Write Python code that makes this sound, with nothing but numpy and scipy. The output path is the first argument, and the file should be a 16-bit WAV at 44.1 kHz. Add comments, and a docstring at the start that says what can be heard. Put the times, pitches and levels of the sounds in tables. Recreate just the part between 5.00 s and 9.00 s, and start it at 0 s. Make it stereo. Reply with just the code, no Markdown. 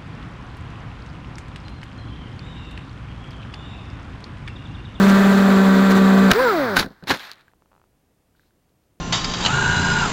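"""Four rotors drone over their rushing wash, close up, at the camera microphone of a small quadcopter
skimming a field. A bright buzz pulses at rotor rate. The craft clips the ground and tumbles while
one rotor races and runs down; it bounces, lands and slides, crushing grass and ringing its frame.
Stalks snap and the frame creaks as it settles. The overloaded microphone feeds the left channel only."""
import sys
import numpy as np
from scipy.fft import rfft, irfft, next_fast_len
from scipy.io import wavfile
from scipy.ndimage import map_coordinates

SR = 44100
rng = np.random.default_rng(int(sys.argv[2]) if len(sys.argv) > 2 else 0)


def log_audio(samples):
    """Write samples as a 16-bit WAV file to the path given in sys.argv[1]."""
    # one column per channel
    frames = np.atleast_2d(samples).T
    # limit to full scale, then quantise
    limited = np.clip(frames, -1, 1)
    pcm = np.round(limited * 32767).astype(np.int16)
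    wavfile.write(sys.argv[1], SR, pcm)


N = 176400

# The unbalanced rotor, loudest at the microphone. Each row: time in seconds, shaft speed in Hz, level in dB.
LEAD_ROTOR = [(0.01, 195.4, -12.5), (0.224, 196.1, -13.5), (0.304, 195.1, -13.5), (0.358, 195.2, -14.5),
              (0.788, 192.3, -14.5), (0.828, 194.5, -15), (0.904, 192.9, -14), (1.252, 193.9, -14),
              (1.3, 190.5, -15.5)]
# Its harmonics. Each row: multiple of the shaft speed, relative level in dB.
LEAD_HARMONICS = [(1, 2), (2, -12.5), (3, -17), (4, -23), (5, -22), (6, -19), (7, -22), (8, -17.5),
                  (9, -23), (10, -24.5), (11, -39.5), (12, -35.5), (13, -30)]
# The three steering rotors. Each row: time in seconds, then each one's shaft speed in Hz.
STEERING_SPEEDS = [(0, 213, 209, 159.7), (.12, 202, 232.2, 157.6), (.3, 208, 233.2, 160.6),
                   (.46, 205, 237, 174.6), (.56, 221, 251.4, 178.7), (.67, 229, 259, 180),
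                   (.83, 230, 263, 172.5), (1.0, 225, 261, 173.6), (1.18, 225, 251.6, 176.8),
                   (1.31, 218, 249.9, 180)]
# Their harmonics. Each row: multiple of the shaft speed, then each one's level in dB.
STEERING_HARMONICS = [(1, -39, -27.5, -50), (2, -29, -42.5, -41), (4, -45.5, -43, -39.5),
                      (6, -43, -40, -50), (8, -47.5, -48.5, -42)]
STRIKE_S, STALL_S = 1.303, .016

def rotor_drone(jitter_rad=.025):
    """Four rotors around the microphone sound harmonics of their shaft speeds, then stall at the strike."""
    hz, db = curves(LEAD_ROTOR)
    turn = angle(hz) + jitter_rad * wobble(70)
    out = amp(db) * sum(amp(level) * tone(k * turn, waver_db=2 if k > 1 else .4)
                        for k, level in LEAD_HARMONICS)
    for i, speed in enumerate(curves(STEERING_SPEEDS)):
        turn = angle(speed + 1.3 * wobble(24))
        out += sum(amp(levels[i]) * tone(k * turn, waver_db=1) for k, *levels in STEERING_HARMONICS)
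    return out * np.clip((STRIKE_S - clock()) / STALL_S + 1, 0, 1)


# The rotor that races in the tumble. Each row: time in seconds, shaft speed in Hz.
RACING_SPEED = [(1.325, 150), (1.345, 186.1), (1.369, 222.4), (1.399, 253.7), (1.427, 267.5), (1.465, 242),
                (1.499, 219.3), (1.551, 173.4), (1.6, 145.9), (1.659, 122.6), (1.701, 104.4), (1.76, 89.6),
                (1.88, 60)]
# Its first three blade tones. Each row: time in seconds, then each tone's level in dB.
BLADE_LEVELS = [(1.325, -37.5, -43.5, -51.5), (1.36, -16.5, -39, -31), (1.40, -16, -18, -28),
                (1.427, -17, -49.5, -22), (1.465, -15.5, -20.5, -23), (1.5, -20, -35.5, -16),
                (1.55, -19.5, -21, -35), (1.62, -24.5, -21, -36.5), (1.68, -32, -28.5, -32),
                (1.74, -29, -28, -27.5), (1.77, -29.5, -34.5, -32), (1.8, -46.5, -51, -54.5),
                (1.9, -69, -78.5, -75)]
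# Its other harmonics, heard as a rattle. Each row: time in seconds, level in dB.
RATTLE_LEVEL = [(1.325, -39), (1.39, -28.5), (1.49, -30.5), (1.56, -35.5), (1.68, -35.5), (1.755, -37),
                (1.79, -47), (1.9, -78.5)]
# Their path through the frame to the microphone. Each row: frequency in Hz, gain in dB.
FRAME_RESPONSE = [(150, 0.5), (260, 1), (600, -4), (1000, -2), (1500, 3.5), (1900, -8.5), (2300, -11.5),
                  (2900, -22.5), (3900, -22), (5500, -35.5)]
# Drive switching beats with the rotor. Each row: shaft multiple below the carrier, top-speed level in dB.
DRIVE_SIDEBANDS = [(2, -49.5), (4, -54), (6, -51.5)]
CARRIER_HZ, POWER_OFF_S = 16000, 1.77  # the second blow cuts the drive

def racing_rotor(jitter_rad=.025, odd_db=-5.5, whine_order=36, whine_db=-48.5):
    """A two-bladed rotor races and runs down; its motor whines magnetically while it speeds up."""
    t = clock()
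    hz, = curves(RACING_SPEED)
    turn = angle(hz) + jitter_rad * wobble(130)
    blades = sum(amp(db) * tone(2 * k * turn, .99) for k, db in enumerate(curves(BLADE_LEVELS), 1))
    rattle_db, = curves(RATTLE_LEVEL)
    rattle = sum(amp(rattle_db + along(FRAME_RESPONSE, k * hz) + odd_db * (k % 2)) * tone(k * turn, 1.5)
                 for k in range(1, 22) if k not in (2, 4, 6))
    whine = amp(whine_db) * tone(whine_order * turn, 2) * (np.gradient(hz) > 0)
    carrier = 2 * np.pi * CARRIER_HZ * t
    sidebands = sum(amp(db) * tone(carrier - k * turn, 1.5) for k, db in DRIVE_SIDEBANDS)
    squeal = hz / hz.max() * (t < POWER_OFF_S) * sidebands
    running = (t > RACING_SPEED[0][0]) & (t < RACING_SPEED[-1][0])
    return running * (blades + rattle + whine + squeal)


# Prop wash and wind right on the microphone. Each row: time in seconds, level in dB.
WASH_LEVEL = [(0, -19.5), (.12, -19.5), (.25, -22), (.8, -21.5), (.87, -22.5), (.915, -20), (.945, -23),
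              (.975, -20), (1.02, -22.5), (1.31, -20.5), (1.33, -25), (1.38, -23.5), (1.49, -24),
              (1.57, -26.5), (1.75, -31), (1.83, -33.5), (1.88, -51), (1.94, -56.5), (2.02, -60.5),
              (2.2, -80), (2.4, -110)]
# Their colour in flight and in the tumble. Each row: frequency in Hz, relative density in dB.
FLIGHT_WASH_SPECTRUM = [(25, -11), (60, -6), (120, -6), (200, 4), (330, 0.5), (600, -0.5), (900, -4.5),
                        (1200, 0.5), (1500, -1.5), (2000, -9), (2800, -17.5), (3700, -12), (4500, -16.5),
                        (5300, -27.5), (6400, -25), (7600, -25), (8200, -31.5), (10500, -34), (12200, -32),
                        (13400, -33.5), (14600, -25.5), (15700, -33)]
TUMBLE_WASH_SPECTRUM = [(25, -8), (70, -5.5), (130, -10.5), (250, 1.5), (450, -4), (800, -1), (1200, 1.5),
                        (1550, 4), (2100, -5), (2900, -16.5), (3800, -9), (4500, -10), (5500, -18.5),
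                        (7000, -26.5), (9000, -29.5), (10500, -31), (12000, -24.5), (13300, -28.5),
                        (14600, -21), (15700, -21.5)]

def prop_wash(chop_depth=.2, flutter_db=.9):
    """Turbulent air, chopped once a rotor turn in flight and twice a turn in the tumble."""
    flying = clock() < STRIKE_S + STALL_S
    chop_hz = np.where(flying, curves(LEAD_ROTOR)[0], 2 * curves(RACING_SPEED)[0])
    chop = 1 + chop_depth * np.sin(angle(chop_hz))
    air = np.where(flying, noise(FLIGHT_WASH_SPECTRUM), noise(TUMBLE_WASH_SPECTRUM))
    db, = curves(WASH_LEVEL)
    return amp(db + flutter_db * wobble(60)) * unit(air * chop)


# Blows into the turf, right by the microphone. Each row: peak time in seconds, level in dB,
# rise and fall in seconds per 20 dB, brightness in dB per octave.
GROUND_BLOWS = [(1.308, -17, 0.0073, .01, 1), (1.3161, -1, 0.0043, 0.0052, 0),
                (1.319, -9, .008, 0.011, -3.5), (1.335, -13, 0.0013, 0.0023, 1.5),
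                (1.769, -13, 0.0094, 0.016, 2.5), (1.795, -15, 0.029, 0.034, 2),
                (1.829, -24.5, .012, 0.017, -2), (2.037, -44, 0.0098, .03, -5.5),
                (2.072, -28.5, .002, 0.024, 0.5), (2.081, -25.5, .005, 0.12, 1.5),
                (2.11, -10.5, 0.02, 0.023, -0.5), (2.141, -22.5, 0.0089, 0.035, -0.5)]
# Crushed grass and soil. Each row: frequency in Hz, relative density in dB.
CRUNCH_SPECTRUM = [(59, -26.5), (100, -4.5), (189, -1), (699, -5), (828, -1.5), (1240, -1.5), (1530, 0),
                   (2100, -4), (3070, -9.5), (3960, -5.5), (5790, -16.5), (6860, -19), (7960, -28.5),
                   (11900, -24), (15600, -32.5)]

def ground_crunches():
    """Each ground contact crushes a dense shower of stalks and soil."""
    out, t = np.zeros(N), clock()
    for s, db, rise, fall, bright in GROUND_BLOWS:
        fade = np.maximum((s - t) / rise, (t - s) / fall)
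        out += grass_noise(CRUNCH_SPECTRUM, bright) * amp(db - 20 * fade)
    return out


# Knocks on the frame that holds the camera. Each row: start in seconds, ring and thud levels in dB.
KNOCKS = [(1.307, -9, -20), (1.3139, 3, -15.5), (1.7678, 1.5, -21), (1.777, -8, -19.5),
          (1.797, -25.5, -19.5), (1.842, -31, -26), (1.862, -28, -30.5), (1.906, -54, -38.5),
          (2.025, -38.5, -37), (2.034, -53.5, -35), (2.103, -12, -22.5), (2.1186, -15, -30)]
# The frame's modes. Each row: frequency in Hz, relative level in dB, seconds to fall 60 dB.
FRAME_MODES = [(776, -11.5, 0.017), (1040, -11.5, .015), (1542, 3, 0.021), (1680, -13, 0.017),
               (3980, -13.5, .015), (4400, -15, 0.006), (14100, -24, .02)]
# The turf's thud. Each row: frequency in Hz, relative density in dB.
THUD_SPECTRUM = [(25, -3), (90, -3), (180, 4.5), (350, -3), (700, -8.5), (1500, -28.5), (5000, -67)]

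def frame_knocks(thud_t60=.1, attack_s=.0008):
    """Hard contacts ring the frame and thud in the turf."""
    out, t = np.zeros(N), np.arange(SR // 4) / SR
    attack = 1 - np.exp(-t / attack_s)
    for s, ring_db, thud_db in KNOCKS:
        thud = noise(THUD_SPECTRUM)[:len(t)] * amp(thud_db - 60 * t / thud_t60)
        add(out, s, (amp(ring_db) * ring(FRAME_MODES, t) + thud) * attack)
    return out


# Stalks breaking close by. Each row: start in seconds, level in dB, pitch in Hz.
STALK_SNAPS = [(1.797, -5, 4340), (1.7999, -14, 3870), (1.8278, -21.5, 3580), (1.862, -31.5, 4240),
               (1.886, -41, 4140), (1.905, -45, 4170), (1.921, -48, 4280), (2.039, -36.5, 4300),
               (2.0972, -8, 3850), (2.173, -22.5, 3630), (2.1956, -25, 3400), (2.224, -29, 2220),
               (2.295, -31, 1910), (2.3157, -20.5, 4470), (2.334, -33.5, 4070), (2.357, -42.5, 3970),
               (2.383, -43, 2050), (2.396, -44, 1680), (2.41, -42.5, 3770), (2.4814, -42, 1614),
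               (2.516, -53, 1800), (3.3506, -56, 1500), (3.3955, -47, 1630), (3.434, -56.5, 1500),
               (3.5073, -56, 1600), (3.694, -61, 4030), (3.8377, -62, 4000)]

def stalk_snaps(ring_cycles=20, crack_db=-16, crack_t60=.005):
    """A stalk cracks and flicks the frame, which rings briefly."""
    out, t = np.zeros(N), np.arange(SR // 20) / SR
    for s, db, hz in STALK_SNAPS:
        crack = rng.standard_normal(len(t)) * amp(crack_db - 60 * t / crack_t60)
        add(out, s, amp(db) * (ring([(hz, 0, ring_cycles / hz)], t) + crack))
    return out


# A bright rotor-rate buzz, close up, with brief flares of brushed grass or turbulent air.
# Each row: time in seconds, level in dB.
BUZZ_LEVEL = [(0, -38), (.036, -30.5), (.065, -38), (.1, -27.5), (.13, -39), (.3, -33), (.5, -41.5),
              (.89, -44.5), (.915, -29), (.94, -42.5), (.975, -32.5), (1.0, -45.5), (1.29, -45),
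              (1.32, -44.5), (1.34, -100)]
# Its colour. Each row: frequency in Hz, relative density in dB.
BUZZ_SPECTRUM = [(500, -11), (1500, 1.5), (2800, -2.5), (4000, -4.5), (6000, -8), (10000, -18),
                 (15500, -18.5)]

def rotor_buzz(sharpness=2.5):
    """Bright noise pulses once at each turn of the unbalanced rotor."""
    turn = angle(curves(LEAD_ROTOR)[0])
    bursts = np.exp(sharpness * np.sin(turn))
    return amp(curves(BUZZ_LEVEL)[0]) * unit(bursts * noise(BUZZ_SPECTRUM))


# Grass brushing past at ground level. Each row: start and end in seconds, level in dB,
# brightness in dB per octave.
SLIDES = [(2.2, 2.255, -38.5, 0), (2.25, 2.32, -43, -.3), (2.34, 2.418, -56, -3), (2.43, 2.5, -66, -3),
          (3.36, 3.49, -72, 6.5)]
# Its colour. Each row: frequency in Hz, relative density in dB.
SLIDE_SPECTRUM = [(100, -19.5), (400, -10), (900, -2.5), (1600, 3), (2300, -2.5), (2900, -5.5), (4000, -2),
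                  (5200, -13), (8000, -25), (10500, -27.5), (13000, -19.5), (15500, -29.5)]

def grass_slides(rise_s=.012, fall_s=.033, catch_db=1):
    """The frame scrapes through the grass, catching unevenly; rise and fall each span 20 dB."""
    out, t = np.zeros(N), clock()
    for start, end, db, bright in SLIDES:
        fade = np.maximum(0, np.maximum((start - t) / rise_s, (t - end) / fall_s))
        out += grass_noise(SLIDE_SPECTRUM, bright) * amp(db - 20 * fade + catch_db * wobble(150))
    return out


# The frame settling in the grass, close and faint. Each row: start in seconds, level in dB.
SLIPS = [(2.5355, -45), (2.622, -44), (2.6591, -48), (2.7165, -47), (2.720, -44), (2.7311, -45),
         (2.741, -49.5), (2.7516, -47), (2.7637, -45), (2.779, -47.5), (2.798, -49.5), (2.816, -46),
         (2.8403, -47.5)]
# The modes a slip rings. Each row: frequency in Hz, relative level in dB, seconds to fall 60 dB.
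SLIP_MODES = [(960, -2, 0.007), (1260, -4.5, 0.0077), (2480, -16.5, 0.0054)]

def frame_creak():
    """The frame creaks to rest in a row of small slips."""
    out, t = np.zeros(N), np.arange(SR // 20) / SR
    for s, db in SLIPS:
        add(out, s, amp(db) * ring(SLIP_MODES, t))
    return out


# A thin whistle behind the drone. Each row: time in seconds, level in dB.
WHISTLE_LEVEL = [(0, -49.5), (.45, -48.5), (.55, -50), (1.3, -50), (1.33, -64.5), (1.41, -65), (1.43, -49),
                 (1.565, -51.5), (1.58, -100)]

def motor_whistle(centre_hz=7480, width_hz=120):
    """A motor whistles in one narrow band of noise."""
    band = filtered(rng.standard_normal(N), lambda hz: 1 / (1 + ((hz - centre_hz) / width_hz) ** 2))
    return amp(curves(WHISTLE_LEVEL)[0]) * unit(band)


# The quiet field behind it all. Each row: frequency in Hz, relative density in dB.
AIR_SPECTRUM = [(15, -35.5), (25, -6), (110, -5.5), (184, -9), (228, -10), (332, -11), (380, -12),
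                (423, -13), (1240, -25), (4070, -32.5), (15600, -35)]

def still_air(db=-64):
    """A steady bed of still air and hiss."""
    return amp(db) * noise(AIR_SPECTRUM)


def grass_noise(spectrum, db_per_octave, stalks_per_s=3000, stalk_share=.59):
    """Stalks break at random over a fine hiss, coloured and tilted, at rms 1."""
    stalks = unit(rng.standard_normal(N) * (rng.random(N) < stalks_per_s / SR))
    grit = np.sqrt(stalk_share) * stalks + np.sqrt(1 - stalk_share) * rng.standard_normal(N)
    return unit(filtered(grit, lambda hz: amp(along(spectrum, hz) + db_per_octave * np.log2(hz / 2000 + .12))))


def amp(db):
    """Decibels to gain."""
    return 10 ** (np.asarray(db) / 20)


def unit(x):
    """x at rms 1."""
    return x / np.sqrt(np.mean(x ** 2) + 1e-20)


def along(points, hz):
    """Read (Hz, value) points on a log frequency axis."""
    f, v = np.transpose(points)
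    return np.interp(np.log(hz + 1), np.log(f + 1), v)


def clock():
    """Time of each sample in seconds."""
    return np.arange(N) / SR


def curves(rows):
    """One value per sample for each column after the time."""
    s, *cols = np.transpose(rows)
    return [np.interp(clock(), s, c) for c in cols]


def wobble(rate):
    """A smooth random curve, rate knots a second."""
    return map_coordinates(rng.standard_normal(1000), [clock() * rate], mode="wrap")


def filtered(x, response):
    """x through a gain that depends on frequency."""
    m = next_fast_len(N + 8192)
    return irfft(rfft(x, m) * response(np.fft.rfftfreq(m, 1 / SR)), m)[:N]


def noise(spectrum):
    """Coloured noise of rms 1."""
    return unit(filtered(rng.standard_normal(N), lambda hz: amp(along(spectrum, hz))))


def angle(hz):
    """Angle in radians from turns a second."""
    return 2 * np.pi * np.cumsum(hz) / SR


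def tone(phase, waver_db):
    """A sine of rms about 1 whose level wavers."""
    return np.sqrt(2) * np.sin(phase + rng.uniform(0, 2 * np.pi)) * amp(waver_db * wobble(14))


def ring(modes, t):
    """Damped modes, their levels a little different at each blow."""
    return sum(amp(db + rng.normal(0, 1) - 60 * t / t60) * np.sin(2 * np.pi * hz * t)
               for hz, db, t60 in modes)


def add(track, s, sound):
    """Lay a sound into the track at s seconds."""
    part = track[round(s * SR):][:len(sound)]
    part += sound[:len(part)]


def scene():
    """Everything reaches the one on-board microphone, on the left channel."""
    craft = rotor_drone() + racing_rotor() + prop_wash() + motor_whistle() + rotor_buzz()
    crash = ground_crunches() + grass_slides() + frame_knocks() + stalk_snaps() + frame_creak()
    return np.array([craft + crash + still_air(), np.zeros(N)])


def record(dry, gain_db=5.5, top_hz=15800):
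    """The camera's microphone overloads, then the top of the band is cut off."""
    clipped = np.clip(amp(gain_db) * dry, -1, 1)
    return np.array([filtered(channel, lambda hz: hz < top_hz) for channel in clipped])


dry = scene()
out = record(dry)
log_audio(out)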